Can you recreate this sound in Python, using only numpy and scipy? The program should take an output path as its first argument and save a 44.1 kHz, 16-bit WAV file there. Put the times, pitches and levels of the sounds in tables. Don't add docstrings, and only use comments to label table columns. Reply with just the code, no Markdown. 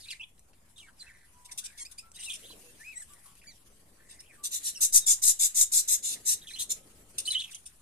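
import sys
import numpy as np
from scipy import signal
from scipy.fft import rfft, irfft, next_fast_len
from scipy.io import wavfile
from scipy.ndimage import uniform_filter1d

SR = 44100
rng = np.random.default_rng(int(sys.argv[2]) if len(sys.argv) > 2 else 0)


def master(y):
    cut = np.clip(np.atleast_2d(y).T, -1, 1)
    pcm = np.round(cut * 32767)
    wavfile.write(sys.argv[1], SR, pcm.astype(np.int16))


def decibels_to_gain(level_db):
    exponent = np.asarray(level_db, float) / 20
    return 10 ** exponent


N = 344421

# pitch in Hz, level in dB per Hz.
SCRAPE_COLOUR = [(1060, -28.5), (1800, -21.5), (3530, 4.5), (4820, -11), (5910, -8), (7640, -10),
                 (8970, -9), (13800, -19), (15000, -45)]


def evened(x):
    return x / np.sqrt(np.mean(x ** 2) + 1e-20)


def read(points, hz):
    f, value = np.transpose(points)
    return np.interp(np.log(hz + 1), np.log(f + 1), value)


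def add(mix, s, sound):
    part = mix[round(s * SR):][:len(sound)]
    part += sound[:len(part)]


def columns(rows):
    s, *rest = np.transpose(rows)
    t = np.arange(s[0], s[-1], 1 / SR)
    return s[0], [np.interp(t, s, c) for c in rest]


def coloured(x, db_of_hz):
    size = next_fast_len(x.shape[-1] + 512)
    gain = decibels_to_gain(db_of_hz(np.fft.rfftfreq(size, 1 / SR)))
    return irfft(rfft(x, size) * gain, size)[..., :x.shape[-1]]


def resonate(x, hz, width_hz):
    turn = np.exp(2j * np.pi * np.cumsum(hz * np.ones(len(x))) / SR)
    r = np.exp(-np.pi * width_hz / SR)
    return 2 * (turn * signal.lfilter([1 - r], [1, -r], x / turn + 1e-18)).real


def wander(count, size):
    return evened(uniform_filter1d(uniform_filter1d(rng.standard_normal(count), size), size))


def swell(start, length, rise):
    return np.interp(np.arange(N) / SR, [start, start + rise * length, start + length], [0, 1, 0])


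def air():
    # pitch in Hz, level in dB per Hz.
    rumble_colour = [(8.8, -37), (15, 27), (44, 5.5), (223, -7.5), (282, -16), (513, -24.5), (770, -13.5),
                     (1110, -13.5), (2500, -35.5), (3250, -82), (5500, -120)]
    wing_colour = [(100, -18), (200, -1), (350, 2.5), (600, -1), (1100, -29), (2000, -48)]
    rustle_colour = [(880, -29), (1500, -11), (1620, -9.5), (2520, -7), (2860, -6.5), (5510, -8.5),
                     (9360, -0.5), (14000, -7.5), (15000, -58)]
    # pitch in Hz, likeness from 0 to 1.
    likeness = [(60, 0.8), (240, 0.96), (940, 0.057), (3710, 0.054), (14700, 0.079)]
    # time in seconds, rustle in dB.
    stir = [(0, -58.5), (0.278, -69.5), (1.43, -64), (1.718, -63), (2.11, -65.5), (2.43, -53.5),
            (2.96, -57.5), (3.83, -64.5), (4.48, -62.5), (4.631, -51), (5.11, -57.5), (5.96, -51),
            (6.04, -55.5), (6.939, -59), (7.219, -61), (7.35, -55.5), (7.81, -63)]
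    # start in seconds, length in seconds, level in dB.
    flights = [
        (2.334, 0.53, -64.5),
        (3.378, 2.1, -74),
        (5.94, 0.75, -68),
        (6.51, 0.9, -66),
        (7.12, 0.25, -66),
    ]
    frames, hz = N // 256 + 5, np.fft.rfftfreq(1024, 1 / SR)
    a, b, c, d, patches = rng.standard_normal((frames, 513, 5)).T
    patches = evened(uniform_filter1d(uniform_filter1d(patches, 14, 0), 8, 1))
    patch_db = 3.1 * patches * np.minimum(hz / 900, 1)[:, None]
    same = np.clip(read(likeness, hz), -1, 1)[:, None]
    left = a + 1j * b
    right = same * left + np.sqrt(1 - same ** 2) * (c + 1j * d)
    z = np.array([left, right]) * decibels_to_gain(patch_db)
    wind = decibels_to_gain(-66.5) + decibels_to_gain(-73) * np.minimum(3 * swell(6, 1.47, 0.64), 1)
    wings = decibels_to_gain(-80) + sum(decibels_to_gain(db) * swell(s, length, 0.22) for s, length, db in flights)
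    rustle = decibels_to_gain(np.interp(np.arange(N) / SR, *np.transpose(stir)))
    out = 0
    for colour, level, flicker_db in ((rumble_colour, wind, .4), (wing_colour, wings, 2.2),
                                      (rustle_colour, rustle, 1.9)):
        shaped = z * decibels_to_gain(read(colour, hz)[:, None] + flicker_db * wander(frames, size=3))
        noise = evened(signal.istft(shaped, nperseg=1024, noverlap=768)[1][:, :N])
        out = out + noise * level
    return out


def squawk(colour, start, loudest, end, effort_db, throat_db, beak, steady=0.57, beak_db=-8.0,
           release=1, sides_db=-30):
    loudest = max(loudest, start + .002)
    end = max(end, loudest + .008)
    t = np.arange(start, end, 1 / SR)
    hold_end = max(end - release, loudest + .001)
    effort = np.sin(np.pi / 2 * np.interp(t, [start, loudest, hold_end, end], [.1, 1, 1, 0]))
    effort = effort ** np.where(t < loudest, 1.05, 2.2)
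    turns = np.cumsum(800 * np.exp(.4 * wander(len(t), size=90))) / SR
    sizes = decibels_to_gain(4.0 * rng.standard_normal(400))[turns.astype(int) % 400]
    breath = (steady + sizes * np.exp(-(turns % 1) / 0.29)) * rng.standard_normal(len(t))
    ripple_db = 2.6 * wander(count=60, size=1)
    ripple_hz = np.linspace(0, 15000, num=60)
    voice = coloured(breath, lambda hz: read(colour, hz) + np.interp(hz, ripple_hz, ripple_db))
    lower = coloured(voice, lambda hz: -np.clip((hz - 4500) / 15, 0, 60))
    beak = beak * (0.935 + 0.1 * effort + 0.062 * wander(len(t), size=300))
    rings = [(1, 900, 900, beak_db), (.5, 1180, 1140, sides_db), (1.5, 1180, 1140, sides_db),
             (.32, 470, 450, sides_db - 12.5)]
    upper = evened(voice - lower)
    for ratio, width_1, width_2, db in rings:
        ring = resonate(resonate(breath, ratio * beak, width_1), ratio * beak, width_2)
        upper = upper + decibels_to_gain(db) * evened(ring)
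    call = evened(upper) + decibels_to_gain(min(throat_db, -4)) * evened(lower)
    call = coloured(call, lambda hz: -11. * np.exp(-((hz - 3200) / 200) ** 2)
                    - 4.2 * np.exp(-((hz - 4560) / 150) ** 2))
    return start, decibels_to_gain(effort_db) * call * effort


def chips(mix):
    # start in seconds, length in seconds, effort in dB, rise in seconds.
    chip_rows = [(0, 0.23, -56.5, 0.0034), (0.101, 0.045, -43.5, .009), (1.447, 0.025, -47.5, 0.0079),
                 (1.511, 0.024, -40.5, .008), (1.574, 0.022, -30.5, 0.013), (1.587, .022, -37.5, 0.0047),
                 (1.772, 0.05, -44, 0.0089), (1.848, 0.018, -47.5, 0.011), (1.912, 0.021, -45, 0.0024),
                 (1.977, 0.047, -48.5, .003), (2.329, 0.05, -42, 0.014), (4.199, 0.018, -49, .005),
                 (7.176, .02, -42, .006), (7.182, .014, -27, .002), (7.189, 0.028, -33, .002),
                 (7.505, 0.035, -46, .013), (7.545, 0.022, -40, .003), (7.655, .035, -43.5, 0.0026)]
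    for s, length, db, rise in chip_rows:
        add(mix, *squawk(SCRAPE_COLOUR, s, s + rise, s + length, db, throat_db=-9, beak=9000,
                         beak_db=-3.0, steady=0.084))


def whistle(overtone_db, slope_db, flutter, rows, ring_db=0):
    start, (hz, level_db) = columns(rows)
    flutter = np.clip(flutter, 0, 1)
    phase = 2 * np.pi * np.cumsum(hz * (1 + 0.082 * flutter * wander(len(hz), size=70))) / SR
    tone = np.sin(phase)
    overtones = min(int(13000 / hz.min()), 8) * (overtone_db > -39)
    for k in range(2, 2 + overtones):
        beak_db = -7. * np.maximum(k * hz - 8500, 0) / 1000
        beak_db = beak_db + ring_db * np.exp(-((k * hz - 7900) / 1000) ** 2)
        level = decibels_to_gain(overtone_db + slope_db * (k - 4) + beak_db)
        tone = tone + level * np.sin(k * phase) * (k * hz < SR / 2)
    chop = np.maximum(1 + 1.4 * flutter * wander(len(hz), size=60), 0)
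    fades = signal.windows.tukey(len(hz), .4)
    return start, np.sqrt(2) * decibels_to_gain(level_db) * tone * evened(chop) * fades


def stroke(start, length, from_hz, to_hz, db, overtone_db, slope_db, flutter, fade_db=0):
    rows = [(start, from_hz, db), (start + length + .003, to_hz, db - fade_db)]
    return whistle(overtone_db, slope_db, flutter, rows)


def husky_strokes(mix):
    # start in seconds, length in seconds, first pitch in Hz, last pitch in Hz, level in dB.
    husky_rows = [(0, 0.053, 5300, 3160, -58), (0.027, 0.042, 3830, 3450, -59.5),
                  (0.049, 0.052, 2320, 2640, -63), (0.08, 0.035, 2786, 2315, -54),
                  (0.103, .034, 3290, 1706, -47.5), (0.082, 0.028, 4210, 3260, -50),
                  (0.1, 0.041, 5170, 3420, -51), (0.775, 0.038, 3770, 3200, -59.5),
                  (0.859, 0.05, 1946, 1414, -64.5), (0.979, .02, 5530, 4650, -66),
                  (1.584, 0.31, 1400, 2070, -71), (1.639, 0.11, 2690, 1970, -66),
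                  (2.135, 0.044, 3150, 2700, -68), (2.226, 0.025, 2850, 3800, -54),
                  (2.426, 0.049, 2820, 4020, -57.5), (2.469, .03, 2930, 3680, -62),
                  (2.509, 0.031, 3660, 2470, -60), (6.467, 0.03, 3710, 2920, -51.5),
                  (6.502, 0.018, 4330, 3520, -51), (6.506, 0.027, 1700, 2410, -58),
                  (6.55, 0.076, 2920, 3430, -50), (6.581, 0.049, 3420, 3860, -43.5),
                  (7.301, .012, 4670, 4300, -45), (7.322, 0.032, 3430, 3850, -38.5),
                  (7.398, 0.0285, 3496, 3220, -42), (7.473, 0.05, 2850, 1840, -62)]
    for s, length, from_hz, to_hz, db in husky_rows:
        add(mix, *stroke(s, length, from_hz, to_hz, db + 3.0, -24.5, -6.5, 0.633, fade_db=4.0))


def clear_strokes(mix):
    # start in seconds, length in seconds, first pitch in Hz, last pitch in Hz, level in dB.
    clear_rows = [(0.195, 0.018, 2770, 2520, -44.5), (0.208, 0.014, 2750, 3180, -44.5),
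                  (0.223, 0.018, 2760, 2410, -50), (0.232, 0.0074, 3230, 3500, -45),
                  (0.759, 0.015, 3670, 3600, -59.5), (0.775, 0.013, 3690, 2570, -59),
                  (0.793, 0.039, 3420, 2540, -58.5), (0.823, 0.045, 2360, 2170, -60.5),
                  (0.993, 0.016, 4800, 4570, -55), (1.002, 0.025, 4170, 4040, -47.5),
                  (1.063, 0.022, 2570, 2640, -58.5), (1.087, 0.025, 2495, 1550, -56.5),
                  (2.158, .018, 3910, 3800, -53.5), (2.246, .033, 3950, 3780, -51.5),
                  (2.255, 0.051, 2920, 2385, -45), (2.494, 0.026, 4030, 4060, -54),
                  (5.012, 0.043, 3910, 3580, -47.5), (6.49, 0.017, 2610, 2350, -54.5),
                  (6.534, 0.02, 4030, 4180, -43.5), (7.274, 0.02, 3000, 3020, -31.5),
                  (7.304, 0.015, 4070, 3940, -27.5), (7.349, .011, 3066, 3040, -26.5),
                  (7.357, .014, 3034, 2960, -30.5), (7.371, 0.027, 3110, 3510, -35.5),
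                  (0.079, 0.0086, 5080, 3570, -56), (.038, .012, 4600, 3570, -56)]
    for s, length, from_hz, to_hz, db in clear_rows:
        add(mix, *stroke(s, length, from_hz, to_hz, db - 1.5, -25, 0.5, 0.1))


def murmurs(mix):
    # start in seconds, length in seconds, pitch in Hz, level in dB.
    murmur_rows = [(0.14, 0.036, 2260, -62.5), (1.009, 0.13, 1876, -64.5), (1.109, 0.18, 1903, -69.5),
                   (1.484, 0.056, 2116, -66.5), (2.166, 0.08, 1980, -68), (2.181, 0.064, 2930, -60),
                   (2.203, 0.025, 3850, -72), (2.295, 0.032, 3476, -43), (2.302, .06, 2890, -50.5),
                   (3.143, 0.12, 1950, -75), (3.234, 0.14, 1145, -71.5), (3.41, 0.032, 2340, -66.5),
                   (3.436, 0.034, 1870, -68.5), (6.157, 0.019, 1990, -62.5), (6.41, 0.04, 3620, -60.5),
                   (6.441, 0.023, 1920, -66), (7.253, 0.025, 4410, -46), (7.323, 0.043, 2200, -52.5),
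                   (7.393, 0.02, 3800, -39), (7.434, 0.025, 3220, -46), (7.526, 0.052, 3180, -59.5)]
    for s, length, hz, db in murmur_rows:
        add(mix, *stroke(s, length, hz, hz, db + 4.5, -14.0, 0, 0.757, fade_db=6.0))


def tick(db, hz, t60):
    t = np.arange(2000) / SR
    burst = rng.standard_normal(len(t)) * decibels_to_gain(-60 * t / max(t60, .002))
    burst = coloured(burst, lambda f: -30. * (f < 1800)) + 19.0 * resonate(burst, hz, 1600)
    return decibels_to_gain(db) * burst / abs(burst).max()


def ticks(mix):
    # start in seconds, peak level in dB, ring in Hz, time to fall by 60 dB in seconds.
    tick_rows = [
        (0.38, -58, 2540, 0.015),
        (0.393, -47.5, 8240, 0.015),
        (0.5322, -56.5, 2170, 0.047),
        (2.117, -42, 8000, 0.0058),
        (2.506, -51, 3930, 0.04),
        (3.1352, -38.5, 9800, 0.017),
        (3.2585, -44.5, 10200, 0.072),
        (3.353, -43.5, 9000, 0.014),
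        (7.643, -50, 8400, 0.0067),
    ]
    for s, *knock in tick_rows:
        add(mix, s, tick(*knock))


def scrapes(mix):
    # start in seconds, length in seconds, effort in dB.
    scrape_rows = [(0.758, 0.15, -57), (0.988, 0.079, -56), (1.636, 0.04, -38.5), (2.137, 0.057, -49),
                   (2.187, 0.049, -42), (2.22, 0.074, -40.5), (2.275, 0.12, -46.5), (4.084, 0.088, -50.5),
                   (6.471, 0.17, -49.5), (7.247, 0.073, -36.5), (7.299, 0.054, -37.5),
                   (7.374, 0.088, -48.5)]
    for s, length, db in scrape_rows:
        add(mix, *squawk(SCRAPE_COLOUR, s, s + 0.019, s + length, db, throat_db=-8.5, beak=8450,
                         beak_db=1.0, steady=0.13))


def held_notes(mix):
    # start in seconds, length in seconds, pitch in Hz, level in dB.
    held_rows = [
        (0.944, 0.51, 10500, -97.5),
        (1.314, 0.25, 986, -69.5),
        (1.785, 0.026, 2190, -56.5),
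        (2.02, 0.081, 1335, -67.5),
        (2.624, 0.094, 486, -67.5),
        (2.63, 0.093, 2670, -66.5),
        (3.095, 0.057, 1166, -66),
        (4.376, 0.087, 1170, -64.5),
    ]
    for s, length, hz, db in held_rows:
        add(mix, *stroke(s, length, hz, hz, db + 2, -28, -3, 0.13, fade_db=3))


def buzz(mix):
    # start in seconds, length in seconds, first pitch in Hz, last pitch in Hz, level in dB.
    buzz_row = (1.8, .035, 1075, 1085, -73)
    add(mix, *stroke(*buzz_row, overtone_db=13.8, slope_db=3.0, flutter=0.078))


def reedy_strokes(mix):
    # start in seconds, length in seconds, first pitch in Hz, last pitch in Hz, level in dB.
    reedy_rows = [(1.848, 0.022, 2240, 2650, -61.5), (1.98, 0.02, 2323, 2650, -57),
                  (2.209, 0.024, 3820, 3880, -62), (4.746, 0.017, 3210, 2780, -61),
                  (4.754, 0.029, 2800, 2700, -58), (3.466, 0.033, 2264, 2340, -65),
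                  (3.495, 0.03, 2290, 1810, -71.5), (4.191, .015, 5420, 5220, -56.5)]
    for s, length, from_hz, to_hz, db in reedy_rows:
        add(mix, *stroke(s, length, from_hz, to_hz, db + 3.5, -1.5, -3.5, 0.11))


def thud(db, hz, t60):
    t = np.arange(3000) / SR
    attack = np.minimum(t / 0.0012, 1)
    return decibels_to_gain(db - 60 * t / max(t60, .01)) * np.sin(2 * np.pi * hz * t) * attack


def thuds(mix):
    # start in seconds, peak level in dB, ring in Hz, time to fall by 60 dB in seconds.
    thud_rows = [
        (2.425, -56.5, 420, .05),
        (2.448, -52.5, 520, 0.045),
        (2.502, -49.5, 340, 0.038),
        (2.504, -52, 1010, 0.028),
        (2.533, -52, 425, .05),
        (2.57, -61, 200, .05),
    ]
    for s, *knock in thud_rows:
        add(mix, s, thud(*knock))


def arched_call(mix):
    # time in seconds, pitch in Hz, level in dB.
    arch = [
        (2.785, 1676, -57),
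        (2.815, 1764, -56),
        (2.83, 1943, -60),
        (2.85, 2418, -55),
        (2.878, 2540, -50),
        (2.921, 2590, -53.5),
        (2.94, 2210, -55),
        (2.965, 2050, -49),
    ]
    reedy_close = [
        (2.95, 1920, -53),
        (2.966, 1925, -61),
        (2.978, 1960, -55),
        (2.986, 2100, -67),
        (2.996, 2182, -63),
        (3.006, 2000, -57),
        (3.013, 1880, -66),
        (3.024, 1700, -60),
        (3.042, 1600, -64),
    ]
    add(mix, *whistle(-10, 5, 0.14, arch))
    add(mix, *whistle(0, 4, .08, reedy_close, ring_db=15))


def far_motor(mix):
    # time in seconds, pitch in Hz, level in dB.
    motor_rows = [
        (3.2, 1110, -89),
        (4.09, 1063, -89),
        (4.53, 1182, -83),
        (7.64, 1318, -82),
        (7.81, 1314, -108.5),
    ]
    add(mix, *whistle(-60, -10, .1, motor_rows))


def far_song(mix):
    # time in seconds, pitch in Hz, level in dB.
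    song_rows = [
        (3.96, 1450, -55),
        (4.049, 1944, -71.5),
        (4.2, 2034, -70),
        (4.272, 3050, -71),
        (4.329, 1895, -57),
        (4.381, 1506, -51),
    ]
    add(mix, *whistle(-22, -.1, 0.79, song_rows))


def scolding(mix):
    # start in seconds, length in seconds, effort in dB, beak resonance in Hz, rise in seconds.
    squawk_rows = [(4.432, 0.058, -30, 8260, 0.02), (4.508, 0.091, -31, 7560, 0.042),
                   (4.629, 0.095, -31, 7400, 0.046), (4.805, 0.077, -20, 7500, 0.022),
                   (4.923, 0.083, -17.5, 8000, 0.037), (5.061, .095, -19.5, 7200, 0.022),
                   (5.218, 0.12, -20.5, 7520, 0.028), (5.39, 0.1, -21, 7400, .024),
                   (5.545, 0.11, -19.5, 7100, 0.047), (5.716, 0.11, -21, 7700, .026),
                   (5.875, 0.1, -22.5, 7430, 0.027), (6.025, 0.1, -29.5, 7400, 0.055),
                   (6.096, 0.072, -34, 9000, 0.021), (6.25, .11, -25, 7520, 0.039),
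                   (6.586, 0.066, -31.5, 8460, .016), (6.691, 0.048, -28.5, 7040, 0.023)]
    # pitch in Hz, level in dB per Hz.
    rasp_colour = [(820, -96), (1400, -54), (1760, -28.5), (2350, -31.5), (3100, -16.5), (4090, -10.5),
                   (4470, -19), (5400, -17.5), (5620, -13), (7200, -8.5), (13100, -16.5), (14600, -25),
                   (15000, -67)]
    for s, length, db, beak, rise in squawk_rows:
        throat_db = -11.5 - 0.83 * (db + 30)
        add(mix, *squawk(rasp_colour, s, s + rise, s + length, db, throat_db, beak,
                         release=.04, sides_db=-23.5))


def path(near_db, tail_db, lag):
    # pitch in Hz, time to fall by 60 dB in seconds.
    echo_times = [(1500, 0.27), (4000, 0.19), (9000, 0.18), (14000, 0.15)]
    taps = np.zeros((2, SR // 2))
    at = np.arange(300, SR // 2 - 20, 20) + rng.integers(0, 20, (2, (SR // 2 - 301) // 20))
    np.put_along_axis(taps, at, rng.choice([-1., 1.], at.shape), 1)
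    hz, t, z = signal.stft(taps, SR, nperseg=256)
    tail = signal.istft(z * decibels_to_gain(-60 * t / read(echo_times, hz)[:, None]), SR, nperseg=256)[1]
    out = decibels_to_gain(tail_db) * tail / np.linalg.norm(tail[0])
    early = decibels_to_gain(near_db) / np.sqrt(8) * rng.choice([-1., 1.], (2, 8))
    np.put_along_axis(out, rng.integers(22, 300, (2, 8)), early, 1)
    out[0, lag] = out[1, 0] = 1
    return out / np.linalg.norm(out[0])


def walls(x, near_db, tail_db, lag, moves_per_s=12):
    turn = moves_per_s * np.arange(N) / SR
    out = 0
    for k in range(4):
        share = np.cos(np.pi / 2 * np.clip((turn - k + 2) % 4 - 2, -1, 1))
        echoes = path(near_db, tail_db, lag)
        out = out + signal.oaconvolve((x * share)[None], echoes, axes=1)[:, :N]
    return out


def scene():
    background = air()
    harsh, flock = np.zeros((2, N))
    for source in (chips, scrapes, scolding):
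        source(harsh)
    for source in (husky_strokes, clear_strokes, murmurs, ticks, held_notes, buzz, reedy_strokes, thuds,
                   arched_call, far_motor, far_song):
        source(flock)
    aside = decibels_to_gain(0.5) * walls(harsh, near_db=6, tail_db=-3.5, lag=20)
    front = decibels_to_gain(1.97) * walls(flock, near_db=-3, tail_db=-10, lag=2, moves_per_s=3)
    return aside + front + background


def top_cut(x):
    return signal.sosfilt(signal.butter(12, 15270, fs=SR, output="sos"), x)


def record(dry):
    # pitch in Hz, left minus right in dB.
    port_difference = [(60, 1), (150, 0.5), (380, 0), (940, 1), (2350, 0), (5870, -3.5), (14700, 15)]

    def port_db(hz):
        difference = np.array([[.5], [-.5]]) * (read(port_difference, hz) - 0.87 * (hz > 3000))
        treble_loss = 7.2 * np.clip((hz - 10000) / 3000, 0, 1)
        return difference - treble_loss - np.clip((hz - 14120) / 22, 0, 60)

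    ports = coloured(dry, port_db)
    thump = coloured(ports ** 2, lambda hz: -2.5 - 17 * np.log2(1 + hz / 18))
    return top_cut(ports + thump - thump.mean())


dry = scene()
out = record(dry)
master(out)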